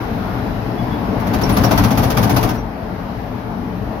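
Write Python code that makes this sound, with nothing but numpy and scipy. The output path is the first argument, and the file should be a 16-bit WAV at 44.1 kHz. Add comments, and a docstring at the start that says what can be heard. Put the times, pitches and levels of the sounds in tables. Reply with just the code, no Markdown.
"""Rumble strips from inside a vehicle

Tyre roar, cabin boom, engine drone and wind hiss at road speed. The tyres cross a run of rumble
strips, about 15 a second. Each strip thumps the body and shakes the loose trim into a short
rattle; the trim squeaks now and then and a small metal part rings."""
import sys
import numpy as np
from scipy import signal
from scipy.io import wavfile
from scipy.ndimage import uniform_filter1d

SR = 44100
rng = np.random.default_rng(int(sys.argv[2]) if len(sys.argv) > 2 else 0)


def master(y):
    """Save y as 16-bit WAV."""
    cut = np.clip(np.atleast_2d(y).T, -1, 1)
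    pcm = np.round(cut * 32767)  # scale
    wavfile.write(sys.argv[1], SR, pcm.astype(np.int16))


N = 176400


def amp(db):
    """Decibels to gain."""
    return 10 ** (np.asarray(db) / 20)


def unit_rms(x):
    """Scales to rms 1."""
    return x / np.sqrt(np.mean(x ** 2) + 1e-20)


def curve_at(points, hz):
    """Interpolates a table on a log-frequency axis."""
    point_hz, value = np.transpose(points)
    return np.interp(np.log(hz + 1), np.log(point_hz + 1), value)


def resonance_db(modes, hz):
    """Boost from resonant modes at each frequency."""
    return sum(db / (1 + (2 * (hz - mode_hz) / width_hz) ** 2) for mode_hz, width_hz, db in modes)


def since(start_s):
    """Seconds since the start, zero before it."""
    return np.maximum(np.arange(N) / SR - start_s, 0)


def burst(start_s, rise_s, hold_s, t60_s):
    """Linear rise, then exponential decay from hold_s after the start."""
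    t = since(start_s)
    return np.minimum(t / rise_s, 1) * np.exp(-np.log(1000) * np.maximum(t - hold_s, 0) / t60_s)


def stereo_gains(balance, hz):
    """Left and right gains of constant total power."""
    gains = amp(np.array([[.5], [-.5]]) * curve_at(balance, hz))
    return gains / np.sqrt(np.mean(gains ** 2, 0))


def colour(x, gain, size=4096):
    """Minimum-phase filter with the given gain per channel and frequency."""
    log_gain = np.log(np.maximum(gain, 1e-5))
    mirrored = np.concatenate([log_gain, log_gain[:, -2:0:-1]], 1)
    taps = np.fft.ifft(np.exp(np.conj(signal.hilbert(mirrored)))).real[:, :size // 2]
    return signal.fftconvolve(x, taps, axes=1)[:, :N]


# Cabin reverberation: freq_hz, t60_s
CABIN_DECAY = [(300, 0.053), (1500, 0.19), (5000, 0.11), (12000, 0.091)]


def cabin(x, size=8192, tail_db=1):
    """Direct sound plus the short, dense reflections of the cabin."""
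    hz, t, spectra = signal.stft(rng.standard_normal((2, size)), SR, nperseg=256)
    decay = np.exp(-np.log(1000) * t / curve_at(CABIN_DECAY, hz)[:, None])
    tail = signal.istft(spectra * decay, SR)[1]
    tail *= amp(tail_db) / np.linalg.norm(tail, axis=1, keepdims=True)
    return (x + signal.fftconvolve(x, tail, axes=1)[:, :N]) / np.hypot(1, amp(tail_db))


# Stereo balance of road noise: freq_hz, left_minus_right_db
ROAD_PAN = [(60, 3.5), (150, 8), (270, 3), (450, 7), (1200, 7), (2000, 2), (3300, 0.5), (5500, -7),
            (7200, -2.5), (9000, 13), (15000, 19)]
# Likeness of left and right: freq_hz, correlation
ROAD_COHERENCE = [(60, 0.96), (200, 0.97), (380, 0.65), (700, 0.52), (1300, 0), (2400, 0)]


def stereo_noise_spectra(hz, frames):
    """Random short-time spectra, left and right alike in the bass."""
    a, b, c, d = rng.standard_normal((4, frames, len(hz)))
    left, independent = a + 1j * b, c + 1j * d
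    coherence = np.clip(curve_at(ROAD_COHERENCE, hz), -1, 1)
    right = coherence * left + np.sqrt(1 - coherence ** 2) * independent
    return np.array([left, right]) * stereo_gains(ROAD_PAN, hz)[:, None]


# Road noise spectrum: freq_hz, relative_density_db
ROAD_SPECTRUM = [(20, -40), (30, -35), (38, -1.5), (72, -6), (88, -6), (120, 1.5), (155, -9), (183, 0),
                 (202, -4), (238, -1.5), (305, -8.5), (395, -15), (432, -6.5), (495, -17), (600, -11.5),
                 (850, -12.5), (1300, -20), (1650, -23), (2100, -26.5), (3500, -35), (5300, -38),
                 (6500, -47), (8300, -65), (9500, -56), (12000, -40), (15500, -50.5)]
# Band centres: boom_hz, roar_hz, hiss_hz
BAND_CENTRES_HZ = [230, 700, 3500]
# Band gains along the road: time_s, boom_db, roar_db, hiss_db
BAND_GAINS = [(0, 0, -0.5, -0.5), (.3, -2, 0.5, -1), (.47, 3.5, 0, -1), (.6, -2.5, -1, -2),
              (0.999, 0.5, 1.5, -1), (1.25, 1.5, 3.5, 0), (1.5, 5, 3, 6), (2.4, 4.5, 3, 0.5),
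              (2.65, -2, -2.5, -7.5), (2.85, -6, -2.5, -6.5), (3.15, -4, -2.5, -5), (3.42, -6, -3.5, -6),
              (3.6, -1, -4, -6.5), (3.9, -3.5, -2.5, -6), (4, -2, -1.5, -5)]


def road_noise(size=8192, level_db=-20.5, patch_db=1.42, flutter_db=0.1):
    """Tyre, engine and wind noise in the cabin's resonances, changing with the road surface."""
    def to_wave(frames):
        return signal.istft(frames.swapaxes(1, 2), nperseg=size, noverlap=size * 3 // 4)[1][:, :N]

    hz = np.fft.rfftfreq(size, 1 / SR)
    frame_s = np.arange(0, N + size, size // 4) / SR
    spectra = stereo_noise_spectra(hz, len(frame_s)) * amp(curve_at(ROAD_SPECTRUM, hz))
    patches = uniform_filter1d(rng.standard_normal(spectra.shape[1:]), size=2, axis=0)
    patches = unit_rms(uniform_filter1d(patches, size=40, axis=1))
    time_s, *bands_db = np.transpose(BAND_GAINS)
    frames_db = np.transpose([np.interp(frame_s, time_s, band) for band in bands_db])
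    gain_db = np.array([curve_at(list(zip(BAND_CENTRES_HZ, row)), hz) for row in frames_db])
    roar = to_wave(spectra * amp(gain_db + patch_db * patches)) / to_wave(spectra).std()
    flutter = unit_rms(uniform_filter1d(rng.standard_normal(N), size=900))
    return amp(level_db + flutter_db * flutter) * roar


# Rings of the metal part: start_s, relative_level_db
METAL_RINGS = [(1.518, -31.5), (1.755, -49), (1.855, -40.5), (2.055, -41), (2.210, -39), (2.320, -37.5),
               (2.46, -65)]


def metal_rings(pitch_hz=10670, rise_s=0.0086, t60_s=0.29, right_db=-26):
    """A small metal part is jolted into a thin, high ring."""
    out = np.zeros(N)
    for start_s, level_db in METAL_RINGS:
        tone = np.sin(2 * np.pi * (pitch_hz * since(start_s) + rng.random()))
        out += amp(level_db) * burst(start_s, rise_s, rise_s, t60_s) * tone
    return 2 * out * np.array([[1], [amp(right_db)]])


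# Squeaks of the trim: start_s, length_s, pitch_hz, relative_level_db, wobble_ratio
TRIM_SQUEAKS = [(.772, 0.042, 3385, -44, .003), (0.904, 0.054, 3387, -45, .003),
                (1.434, 0.0093, 5640, -20.5, 0.029), (1.644, 0.012, 5560, -23, 0.056),
                (2.570, 0.035, 5820, -43.5, .01)]


def trim_squeaks(octave_db=-20, left_db=-6):
    """Trim slips against trim: brief, unsteady high notes."""
    out = np.zeros(N)
    for start_s, length_s, pitch_hz, level_db, wobble in TRIM_SQUEAKS:
        drift = unit_rms(uniform_filter1d(rng.standard_normal(N), size=20))
        phase = 2 * np.pi * np.cumsum(pitch_hz * (1 + wobble * drift)) / SR
        envelope = np.sin(np.pi * np.minimum(since(start_s) / length_s, 1))
        out += amp(level_db) * envelope * (np.sin(phase) + amp(octave_db) * np.sin(2 * phase))
    return cabin(2 * out * np.array([[amp(left_db)], [1]]))


# Rattle spectrum: freq_hz, relative_density_db
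RATTLE_SPECTRUM = [(150, -22), (450, 2), (700, 9.5), (950, 9), (1350, 3), (2000, -3), (2800, -4),
                   (3800, -6.5), (5600, -5.5), (6700, -11.5), (7800, -25), (9200, -18), (11000, -8.5),
                   (12500, -7), (15500, -11)]
# Trim panel modes: freq_hz, width_hz, gain_db
PANEL_MODES = [(658, 15.6, 8.5), (898, 25, 2), (1227, 41, 2.5), (1536, 30, 7.5), (2220, 110, 1.5)]
# Stereo balance of the rattle: freq_hz, left_minus_right_db
RATTLE_PAN = [(600, 4.5), (1100, 7), (1800, 2), (3300, -2), (5500, -6.5), (7000, -6.5), (8800, 10),
              (15000, 15)]
# Rumble strip hits: start_s, rattle_gain_db, thump_gain_db
STRIP_HITS = [(1.128, -29, -6), (1.195, -16, -24), (1.265, -11, -8), (1.333, -4.5, -0.5), (1.411, -5, 0.5),
              (1.490, -2.5, 2), (1.565, 2, 2.5), (1.634, 0, 4), (1.708, 1.5, 3), (1.774, 3, 3),
              (1.835, 0.5, -0.5), (1.905, -2.5, 0), (1.972, 2, 1.5), (2.03, -1, 0.5), (2.1, -2, -3),
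              (2.168, 3, 2.5), (2.226, 1.5, 0.5), (2.293, 1, 1.5), (2.361, 2.5, 0.5), (2.427, 0.5, -1),
              (2.488, -4, -8), (2.545, -18, -27)]


def trim_rattles(size=4096, level_db=-16.5, clicks_per_s=3500, spread_db=2.5):
    """Each strip throws the loose trim into a cluster of clicks, then a weak rebound."""
    rebound_s, rebound_db = 0.0448, -13.5
    shake = np.zeros(N)
    for start_s, gain_db, _ in STRIP_HITS:
        for hit_s, hit_db in [(start_s, gain_db), (start_s + rebound_s, gain_db + rebound_db)]:
            shake += amp(hit_db) * burst(hit_s, rise_s=0.0031, hold_s=0.0091, t60_s=0.086)
    contacts = rng.random(N) < clicks_per_s / SR
    strength = amp(spread_db * np.clip(rng.standard_normal(N), -2, 2))
    clicks = unit_rms(contacts * strength * rng.choice([-1, 1], (2, N)))
    hz = np.fft.rfftfreq(size, 1 / SR)
    panels = unit_rms(amp(curve_at(RATTLE_SPECTRUM, hz) + resonance_db(PANEL_MODES, hz)))
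    return amp(level_db) * cabin(colour(clicks * shake, panels * stereo_gains(RATTLE_PAN, hz)))


# Spectrum of the strips' boom: freq_hz, relative_density_db
BOOM_SPECTRUM = [(20, -47), (33, -25), (55, -6.5), (88, -9.5), (112, 6.5), (148, -9.5), (206, -8.5),
                 (228, -7), (275, -5), (375, -15.5), (500, -15), (700, -10.5), (1000, -17), (1600, -44),
                 (4000, -64)]
# Body and tyre modes: freq_hz, width_hz, gain_db
BODY_MODES = [(113, 25, 0), (205.4, 10.3, 8), (242.7, 10.6, 0.5), (278.4, 22, 5)]


def body_thumps(size=8192, boom_db=-16.5, knock_db=-23, knock_rise_s=0.0039):
    """Each strip kicks the modes of the tyres and body and raises a boom that lasts into the next."""
    hz, t = np.fft.rfftfreq(size, 1 / SR), np.arange(size) / SR
    body_gain = amp(curve_at(BOOM_SPECTRUM, hz) + resonance_db(BODY_MODES, hz))
    spectra = stereo_noise_spectra(hz, 2 * N // size + 3) * body_gain
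    boom = unit_rms(signal.istft(spectra.swapaxes(1, 2), nperseg=size)[1][:, :N])
    boom_power, kicks = np.zeros((2, N))
    for start_s, _, gain_db in STRIP_HITS:
        boom_power += (amp(gain_db) * burst(start_s, rise_s=0.0046, hold_s=0.032, t60_s=0.24)) ** 2
        kick_s = start_s + knock_rise_s * rng.random()
        kicks[round(kick_s * SR)] = amp(gain_db)
    modes = sum(np.exp(-np.pi * width_hz * t) * np.sin(2 * np.pi * mode_hz * t)
                for mode_hz, width_hz, _ in BODY_MODES)
    knock = np.minimum(t / knock_rise_s, 1) * modes
    knocks = signal.fftconvolve(kicks, knock)[:N] * stereo_gains(ROAD_PAN, BODY_MODES[0][0])
    return amp(boom_db) * np.sqrt(boom_power) * boom + amp(knock_db) * knocks


def scene():
    """Everything heard from the front seat."""
    return road_noise() + body_thumps() + trim_rattles() + trim_squeaks() + metal_rings()


def record(dry, fade_in_s=0.004, low_cut_hz=37.4, high_cut_hz=15850, knee=0.65, ceiling=0.96):
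    """Cuts the deepest bass, rounds the highest peaks and limits the band."""
    highpass = signal.butter(6, low_cut_hz, "high", fs=SR, output="sos")
    x = signal.sosfilt(highpass, dry * np.minimum(since(0) / fade_in_s, 1))
    headroom, excess = ceiling - knee, np.maximum(abs(x) - knee, 0)
    x = np.clip(x, -knee, knee) + np.sign(x) * headroom * np.tanh(excess / headroom)
    lowpass = signal.firwin(511, high_cut_hz, window=("kaiser", 9), fs=SR)
    return signal.oaconvolve(x, lowpass[None], "same")


dry = scene()
out = record(dry)
master(out)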